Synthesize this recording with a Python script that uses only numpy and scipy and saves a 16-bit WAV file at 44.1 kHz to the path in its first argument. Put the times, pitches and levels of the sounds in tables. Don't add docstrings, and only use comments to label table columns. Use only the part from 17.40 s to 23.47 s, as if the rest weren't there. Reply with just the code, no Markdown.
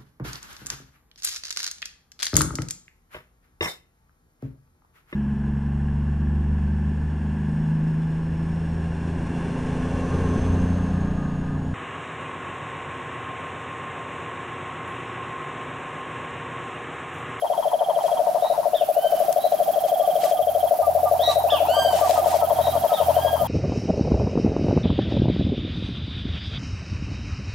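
import sys
import numpy as np
from scipy import signal
from scipy.fft import rfft, irfft, next_fast_len
from scipy.io import wavfile
from scipy.ndimage import map_coordinates

SR = 44100
rng = np.random.default_rng(int(sys.argv[2]) if len(sys.argv) > 2 else 0)


def output_pcm(signal):
    pcm = np.clip(np.atleast_2d(signal).T, -1, 1) * 32767
    wavfile.write(sys.argv[1], SR, np.round(pcm).astype(np.int16))


N = 267731
TIME = np.arange(N) / SR


def amp(db):
    return 10 ** (np.asarray(db) / 20)


def unit(x):
    return x / np.sqrt(np.mean(x ** 2) + 1e-20)


def along(points, hz):
    point_hz, values = np.transpose(points)
    return np.interp(np.log(hz + 1), np.log(point_hz + 1), values)


def curves(rows):
    s, *columns = np.transpose(rows)
    return [np.interp(TIME, s, column) for column in columns]


def wobble(rate_hz, size=N):
    knots = rng.standard_normal(int(size * rate_hz / SR) + 4)
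    return map_coordinates(knots, [np.arange(size) * rate_hz / SR])


def filtered(x, response):
    m = next_fast_len(N + SR // 2)
    spectrum = rfft(x, m) * response(np.fft.rfftfreq(m, 1 / SR))
    return irfft(spectrum, m)[..., :N]


def add(track, s, sound):
    part = track[..., max(round(s * SR), 0):][..., :sound.shape[-1]]
    part += sound[..., :part.shape[-1]]


def arch(u, power):
    return (np.abs(np.sin(np.pi * u)) ** power) * (u > 0) * (u < 1)


def phase(hz):
    return 2 * np.pi * np.cumsum(hz) / SR


def rush(spectrum, alike):
    def angle(hz):
        return np.arccos(np.clip(along(alike, hz), -1, 1)) / 2

    def mid_side(hz):
        return amp(along(spectrum, hz)) * [np.cos(angle(hz)), np.sin(angle(hz))]

    mid, side = filtered(rng.standard_normal((2, N)), mid_side)
    return unit(np.array([mid + side, mid - side]))


# frequency in Hz, t60 in s.
BANKS_T60 = [(200, 0.8), (800, 0.62), (3500, 0.48), (12000, 0.017)]


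def place(x, left_db, lead_ms, wet_db):
    sides = np.array([[.5], [-.5]])
    gains = amp(sides * left_db)
    direct = filtered(x, lambda hz: gains / gains.mean() * np.exp(2j * np.pi * hz * sides * lead_ms / 1000))
    hz, t, grains = signal.stft(rng.standard_normal((2, SR // 2)), SR, nperseg=256)
    decay = amp(-60 * t / along(BANKS_T60, hz)[:, None])
    tail = signal.istft(grains * decay, SR, nperseg=256)[1]
    tail = tail / np.linalg.norm(tail[0])
    return direct + amp(wet_db) * signal.fftconvolve(x[None], tail, axes=1)[:, :N]


def beats(tempo, first_s):
    rate, = curves(tempo)
    passed = np.cumsum(rate) / SR
    return passed - np.interp(first_s, TIME, passed)


def steady_notes(tempo, first_s, effort):
    passed = beats(tempo, first_s)
    times = np.interp(np.arange(np.ceil(passed[-1])), passed, TIME)
    return zip(times, np.interp(times, *np.transpose(effort)))


def bouts(rows):
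    for first, last, rate, slowing, start_db, full_db, swell_s in rows:
        u = np.linspace(0, 1, round((last - first) * rate) + 1)
        for s in first + (last - first) * (u + slowing * u * (u - 1)):
            yield s, np.interp(s - first, [0, swell_s], [start_db, full_db])


# time in s, level in dB.
HUSH_LEVEL = [(0, -42.5), (1.5, -39.5), (3.5, -41), (4.4, -37.5), (5.5, -36), (6.07, -37)]
# frequency in Hz, relative density in dB per Hz.
AIR_SPECTRUM = [(20, 14), (55, -7), (110, 2.5), (180, 8.5), (225, 3.5), (400, 5.5), (1200, 5), (2000, -6),
                (3500, -6), (5500, -6.5), (8000, -10.5), (12000, -3.5), (16000, -9)]
# frequency in Hz, left-right correlation.
LIKENESS = [(60, 1), (250, 0.71), (1000, 0.21), (3000, 0.58), (8000, 0.38), (14000, 0.093)]


def air():
    level_db, = curves(HUSH_LEVEL)
    hush = amp(level_db + 1.08 * wobble(7.6)) * rush(AIR_SPECTRUM, LIKENESS)
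    bump_spectrum = [(30, -22), (75, 2), (140, -4), (230, -6), (400, -26), (1500, -75)]
    bump = amp(-33) * arch((TIME - 5.98) / 0.12, 1.3) * rush(bump_spectrum, LIKENESS)
    return hush + bump


# time in s, level in dB.
KATYDID_LEVEL = [(0, -73), (1.1, -68), (1.3, -48), (1.42, -47), (1.52, -42), (3, -41.5), (6.07, -41)]
# time in s, wing strokes per s.
STROKE_RATE = [(0, 23.05), (1.8, 23.05), (3.7, 22.65), (6.07, 22.8)]
KATYDID_FIRST_S = .042
# frequency in Hz, relative density in dB.
KATYDID_SPECTRUM = [(9000, -17), (10500, -5.5), (12000, -4.5), (13800, 0), (15000, -5.5), (16000, -11.5)]
FAR_INSECT_SPECTRUM = [(8500, -39), (10000, -4), (10900, 4.5), (11700, -10), (13000, -14), (16000, -39)]


def katydids():
    level_db, = curves(KATYDID_LEVEL)
    count, u = np.divmod(beats(STROKE_RATE, KATYDID_FIRST_S), 1)
    stroke = .14 + arch(u ** 1.7, .65) * amp(1.6 * np.cos(np.pi * count))
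    teeth = amp(2.3 * wobble(900))
    near = amp(level_db) * unit(stroke * teeth) * rush(KATYDID_SPECTRUM, [(12000, 0.3)])
    near = near * amp([[-2.9], [2.9]])
    pulses = .25 + arch((23.1 * TIME + .05 * wobble(3)) % 1, 1.3)
    grain = amp(2.4 * wobble(600))
    far = amp(-49) * unit(pulses * grain) * rush(FAR_INSECT_SPECTRUM, [(11000, -0.42)])
    far = far * amp([[-1.5], [1.5]])
    return near + far


# first chirp in s, last chirp in s, chirps per s, slowing as a fraction,
# starting level in dB, full level in dB, time to full level in s.
CRICKET_BOUTS = [(.009, .762, 18.6, .02, -39, -38, .3), (1.753, 2.962, 19, .012, -49, -38, .8),
                 (3.018, 3.266, 16.1, .12, -37, -39, .3), (4.675, 5.684, 18.8, .008, -45, -40, .6),
                 (5.745, 6.05, 16.4, 0, -40, -40, .3)]


def cricket():
    out, u = np.zeros(N), np.linspace(0, 1, round(0.03 * SR))
    for s, db in bouts(CRICKET_BOUTS):
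        hz = 3230 * (1 + 0.069 * (.5 - u) + 0.023 * wobble(710, size=len(u)))
        grain = 1 + 0.36 * wobble(512, size=len(u))
        add(out, s, amp(db) * arch(u, 1.34) * grain * np.sin(phase(hz)))
    return place(out, left_db=-2.4, lead_ms=-.03, wet_db=-15)


NOTE_SCATTER_DB, PUFF_SCATTER_DB = 0.34, 0.75


def trill(notes, puffs, sac_hz, sac_width_hz, flatness, jitter, overtone_db):
    cords, t = np.zeros(N), np.arange(SR // 40) / SR
    for s, db in notes:
        note_db = db + NOTE_SCATTER_DB * rng.standard_normal()
        for delay_s, length_s, hz, push_db in puffs:
            turn = 2 * np.pi * hz * (1 + jitter * rng.standard_normal()) * t
            level_db = note_db + push_db + PUFF_SCATTER_DB * rng.standard_normal()
            tone = np.sin(turn) + amp(overtone_db) * np.sin(2 * turn)
            add(cords, s + delay_s, amp(level_db) * arch(t / length_s, flatness) * tone)

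    def sac(hz):
        damping = 1j * hz * sac_width_hz
        return damping / (sac_hz ** 2 - hz * hz + damping)

    return filtered(cords, sac)


# time in s, notes per s.
NEAR_TEMPO = [(0, 12.927), (.7, 13.05), (1.6, 12.813), (1.85, 12.526), (2.85, 12.695), (3.5, 12.425),
              (3.85, 12.197), (4.15, 12.247), (5.5, 12.087), (6.07, 12.328)]
NEAR_FIRST_S = .0218
# time in s, drive into the sac in dB.
NEAR_EFFORT = [(0, -13), (.5, -10.5), (1.1, -10.5), (1.45, -9), (2.3, -10), (3.301, -9), (4.7, -8.5),
               (5.42, -10), (5.7, -7.5), (6.07, -10.3)]
# delay in s, length in s, mean pitch in Hz, push in dB.
NEAR_PUFFS = [(0, .0059, 632, 0), (.0084, .0062, 620, .4), (.0172, .0128, 598, -2.3)]
# frequency in Hz, gain in dB.
NEAR_RADIATION = [(150, -18), (350, -10), (450, 7), (550, -1.5), (800, 5.5), (1000, -11), (1500, -15)]


def near_toad():
    notes = steady_notes(NEAR_TEMPO, NEAR_FIRST_S, NEAR_EFFORT)
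    voice = trill(notes, NEAR_PUFFS, sac_hz=664, sac_width_hz=127, flatness=.41, jitter=.008, overtone_db=-34)
    voice = filtered(voice, lambda hz: amp(along(NEAR_RADIATION, hz)))
    return place(voice, left_db=8.3, lead_ms=.02, wet_db=-19)


# time in s, notes per s.
RIGHT_TEMPO = [(0, 14.594), (.6, 13.61), (2.15, 14.183), (2.6, 12.986), (4, 12.251), (4.9, 11.65),
               (5.3, 11.895), (6.07, 12.34)]
RIGHT_FIRST_S = .037
# time in s, drive into the sac in dB.
RIGHT_EFFORT = [(0, -21), (1, -20), (1.35, -26.5), (1.55, -20.5), (2.2, -19), (2.65, -16.5), (3.301, -19.5),
                (3.7, -15.5), (4.1, -17), (4.65, -14.5), (5.3, -19), (6.07, -21.5)]
# delay in s, length in s, mean pitch in Hz, push in dB.
RIGHT_PUFFS = [(0, .008, 745, -2), (.009, .012, 722, 0), (.023, .012, 715, -3.5)]


def neighbour_toad():
    notes = steady_notes(RIGHT_TEMPO, RIGHT_FIRST_S, RIGHT_EFFORT)
    voice = trill(notes, RIGHT_PUFFS, sac_hz=722, sac_width_hz=175, flatness=0.3, jitter=0.028, overtone_db=-42)
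    return place(voice, left_db=-6.5, lead_ms=.11, wet_db=-14)


# first note in s, last note in s, notes per s, slowing as a fraction,
# starting drive in dB, full drive in dB, time to full drive in s.
SMALL_TOAD_BOUTS = [(.044, 1.229, 11, 0.01195, -21.5, -23.5, 1), (3.256, 6.043, 11.85, .028, -32.5, -22, 1)]


def small_toad():
    # delay in s, length in s, mean pitch in Hz, push in dB
    puffs = [(0, .006, 950, 0), (.0084, .006, 950, 0), (.017, .008, 850, -3), (.027, .007, 810, -7)]
    notes = bouts(SMALL_TOAD_BOUTS)
    voice = trill(notes, puffs, sac_hz=871, sac_width_hz=244, flatness=0.34, jitter=0.026, overtone_db=-12)
    husk = 1 + .3 * wobble(900)
    return place(voice * husk, left_db=12, lead_ms=-.1, wet_db=-10)


# start in s, length in s, level in dB.
PLANT_RUSTLES = [(0.57, 0.22, -47), (2.467, 0.037, -41.5), (2.8, 0.13, -37.5), (3.872, 0.099, -37.5),
                 (4.521, 0.11, -34), (4.619, 0.197, -34.5), (4.839, 0.18, -36), (5.005, 0.62, -62)]
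# time in s, peak in dB before panning, pitch in Hz, t60 in s,
# left over right in dB.
PLANT_TICKS = [(1.927, -21.5, 7400, 0.012, 17), (2.123, -29, 3500, 0.022, 8),
               (2.838, -26.5, 2220, 0.039, 13.5), (4.71, -19, 3000, 0.0033, -15),
               (4.712, -26, 2980, 0.0024, -17)]


def plants():
    swell = sum(amp(db) * arch((TIME - s) / length_s, 0.56) for s, length_s, db in PLANT_RUSTLES)
    colour = [(150, -37), (350, 5), (1500, 2), (4000, 2.0), (9000, 0), (12000, -10), (16000, -45)]
    grain = unit(amp(0.98 * wobble(700) + 1.9 * wobble(60)))
    out = swell * grain * rush(colour, LIKENESS)
    t = np.arange(SR // 20) / SR
    for s, db, hz, t60_s, left_db in PLANT_TICKS:
        band = signal.butter(1, [hz / 1.7, min(hz * 1.54, SR / 2 - 1)], "band", fs=SR)
        tick = signal.lfilter(*band, rng.standard_normal(len(t)) * amp(-60 * t / t60_s))
        gains = amp(db + left_db * np.array([[.5], [-.5]]))
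        add(out, s, gains * tick / np.abs(tick).max())
    return out


SOFT_NOTE_DULLING = 0.64
FULL_VOICE_DB = -29


def bird_notes(notes, shape, partials, rasp, buzz_hz):
    out = np.zeros(N)
    when, share, shape_db = np.transpose(shape)
    t = np.arange(0, when[-1], 1 / SR)
    for s, top_hz, db in notes:
        buzz = np.sin(phase(buzz_hz * (1 + 0.16 * wobble(61.3, size=len(t)))))
        buzz = buzz + 0.46 * wobble(704, size=len(t))
        drift = 1 + 0.036 * rasp * buzz + .0028 * wobble(60.0, size=len(t))
        turn = phase(top_hz * np.interp(t, when, share) * drift)
        level_db = db + np.interp(t, when, shape_db)
        swell = amp(level_db + 3 * rasp * buzz + 1.5 * wobble(60, size=len(t)))
        dull_db = SOFT_NOTE_DULLING * min(db - FULL_VOICE_DB, 0)
        voice = sum(amp(partial_db + dull_db * (k > 2)) * np.sin(k * turn) for k, partial_db in partials)
        add(out, s, swell * voice)
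    return out


REEDS_S, REEDS_DB = .05, -5.5


def through_reeds(x, count):
    out = x.copy()
    for delay_s, sign in zip(rng.uniform(.003, REEDS_S, count), rng.choice([-1, 1], count)):
        add(out, delay_s, sign * amp(REEDS_DB) / np.sqrt(count) * x)
    return out


# start in s, reference pitch in Hz, base level in dB.
RISING_NOTES = [(.985, 1960, -36.5), (1.96, 2012, -37.5), (3.791, 1988, -21), (5.17, 1950, -33.5)]
FALLING_NOTES = [(1.325, 1846, -32.5), (4.081, 1770, -23.5), (5.513, 1900, -33.5)]
WHISTLED_NOTES = [(1.52, 1556, -42.5), (4.262, 1589, -29.5), (5.715, 1636, -38.5)]
# time into the note in s, share of the reference pitch, level in dB.
RISE_CONTOUR = [(0, .77, -20), (.028, .87, -13.5), (.05, .97, -7), (0.097, 0.97, -1), (.125, .99, -12),
                (.155, 0.91, -26)]
FALL_CONTOUR = [(0, .68, -24), (.018, .8, -12), (0.025, 0.99, -1.5), (0.046, 0.95, -1), (0.074, .83, -6.5),
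                (.1, .73, -13), (0.124, .6, -24)]
WHISTLE_CONTOUR = [(0, .76, -13), (.04, .92, -4.5), (0.089, .984, -2.5), (.15, 1, 3), (.22, 0.98, -4.5),
                   (.28, .95, -9), (0.311, .8, -24)]
# multiple of the pitch, level in dB.
CHIRP_TIMBRE = [(1, -17), (2, 0), (3, -19), (4, -29)]
WHISTLE_TIMBRE = [(1, -7), (2, 0), (3, -8), (4, -20), (5, -15)]


def bird():
    rises = bird_notes(RISING_NOTES, RISE_CONTOUR, CHIRP_TIMBRE, rasp=.8, buzz_hz=175)
    falls = bird_notes(FALLING_NOTES, FALL_CONTOUR, CHIRP_TIMBRE, rasp=.5, buzz_hz=175)
    whistles = bird_notes(WHISTLED_NOTES, WHISTLE_CONTOUR, WHISTLE_TIMBRE, rasp=.03, buzz_hz=175)
    song = rises + falls + whistles
    return place(through_reeds(song, count=8), left_db=-2.5, lead_ms=0, wet_db=-9)


# start in s, mid pitch in Hz, peak level in dB.
FROG_PIPS = [(2.609, 1165, -39), (2.831, 1164, -37.5), (2.955, 1210, -40), (3.418, 1202, -28),
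             (3.647, 1190, -27), (3.877, 1169, -25.5), (4.115, 1172, -24), (4.351, 1180, -27),
             (4.612, 1170, -24.5), (4.754, 1232, -27.5), (4.86, 1230, -35.5), (5.003, 1293, -31.5),
             (5.316, 1184, -35.5), (5.485, 1280, -32.5), (5.559, 1265, -30.5), (5.979, 1230, -34)]


def frog():
    out, u = np.zeros(N), np.linspace(0, 1, round(.065 * SR))
    for s, hz, db in FROG_PIPS:
        sagging_hz = hz * (1 + 0.076 * (.5 - u))
        add(out, s, amp(db) * arch(u, 1.37) * np.sin(phase(sagging_hz)))
    return place(out, left_db=-2.0, lead_ms=-0.024, wet_db=-23)


SHAFT_HZ, MOTOR_RISE_S, MOTOR_FALL_S = 41.6, 0.054, 0.085
# multiple of the shaft rate, mean dB added to the spell's upper-order level.
UPPER_ORDERS = [(3, -4.5), (4, -13.5), (6, -14), (7, -23.5)]
# start in s, end in s, second-order level in dB, upper-order level in dB.
MOTOR_SPELLS = [(2.985, 3.354, -49, -48), (3.392, 5.19, -43, -45.5), (5.144, 5.48, -38, -36.5),
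                (5.588, 6.15, -36.5, -37)]


def motor():
    turn = phase(SHAFT_HZ * (1 + 0.0025 * wobble(8)))
    upper = sum(amp(db + 1.5 * wobble(8.3)) * np.sin(round(k) * turn) for k, db in UPPER_ORDERS)
    second, out = np.sin(2 * turn), np.zeros(N)
    for start, end, second_db, upper_db in MOTOR_SPELLS:
        running = np.clip(np.minimum((TIME - start) / MOTOR_RISE_S, (end - TIME) / MOTOR_FALL_S), 0, 1)
        out += running * (amp(second_db) * second + amp(upper_db) * upper)
    return np.sqrt(2) * out


# start in s, length in s, starting pitch in Hz, ending pitch in Hz, level in dB.
FAR_HOOTS = [(4.104, 0.22, 274, 336, -45.5), (4.672, 0.2, 253, 284, -47), (4.802, 0.14, 343, 350, -44)]


def hoots():
    out = np.zeros(N)
    for s, length_s, start_hz, end_hz, db in FAR_HOOTS:
        u = np.linspace(0, 1, round(length_s * SR))
        glide_hz = start_hz + (end_hz - start_hz) * u
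        add(out, s, amp(db) * arch(u, 0.84) * np.sin(phase(glide_hz)))
    return place(out, left_db=5, lead_ms=0, wet_db=-13)


def scene():
    insects = katydids() + cricket()
    toads = near_toad() + neighbour_toad() + small_toad()
    return air() + insects + toads + plants() + bird() + frog() + motor() + hoots()


LOW_CUT_HZ, TOP_HZ = 40, 15850


def record(dry):
    def response(hz):
        low_cut = hz ** 2 / np.hypot(hz ** 2, LOW_CUT_HZ ** 2)
        return low_cut * (hz < TOP_HZ)

    return filtered(dry, response)


dry = scene()
out = record(dry)
output_pcm(out)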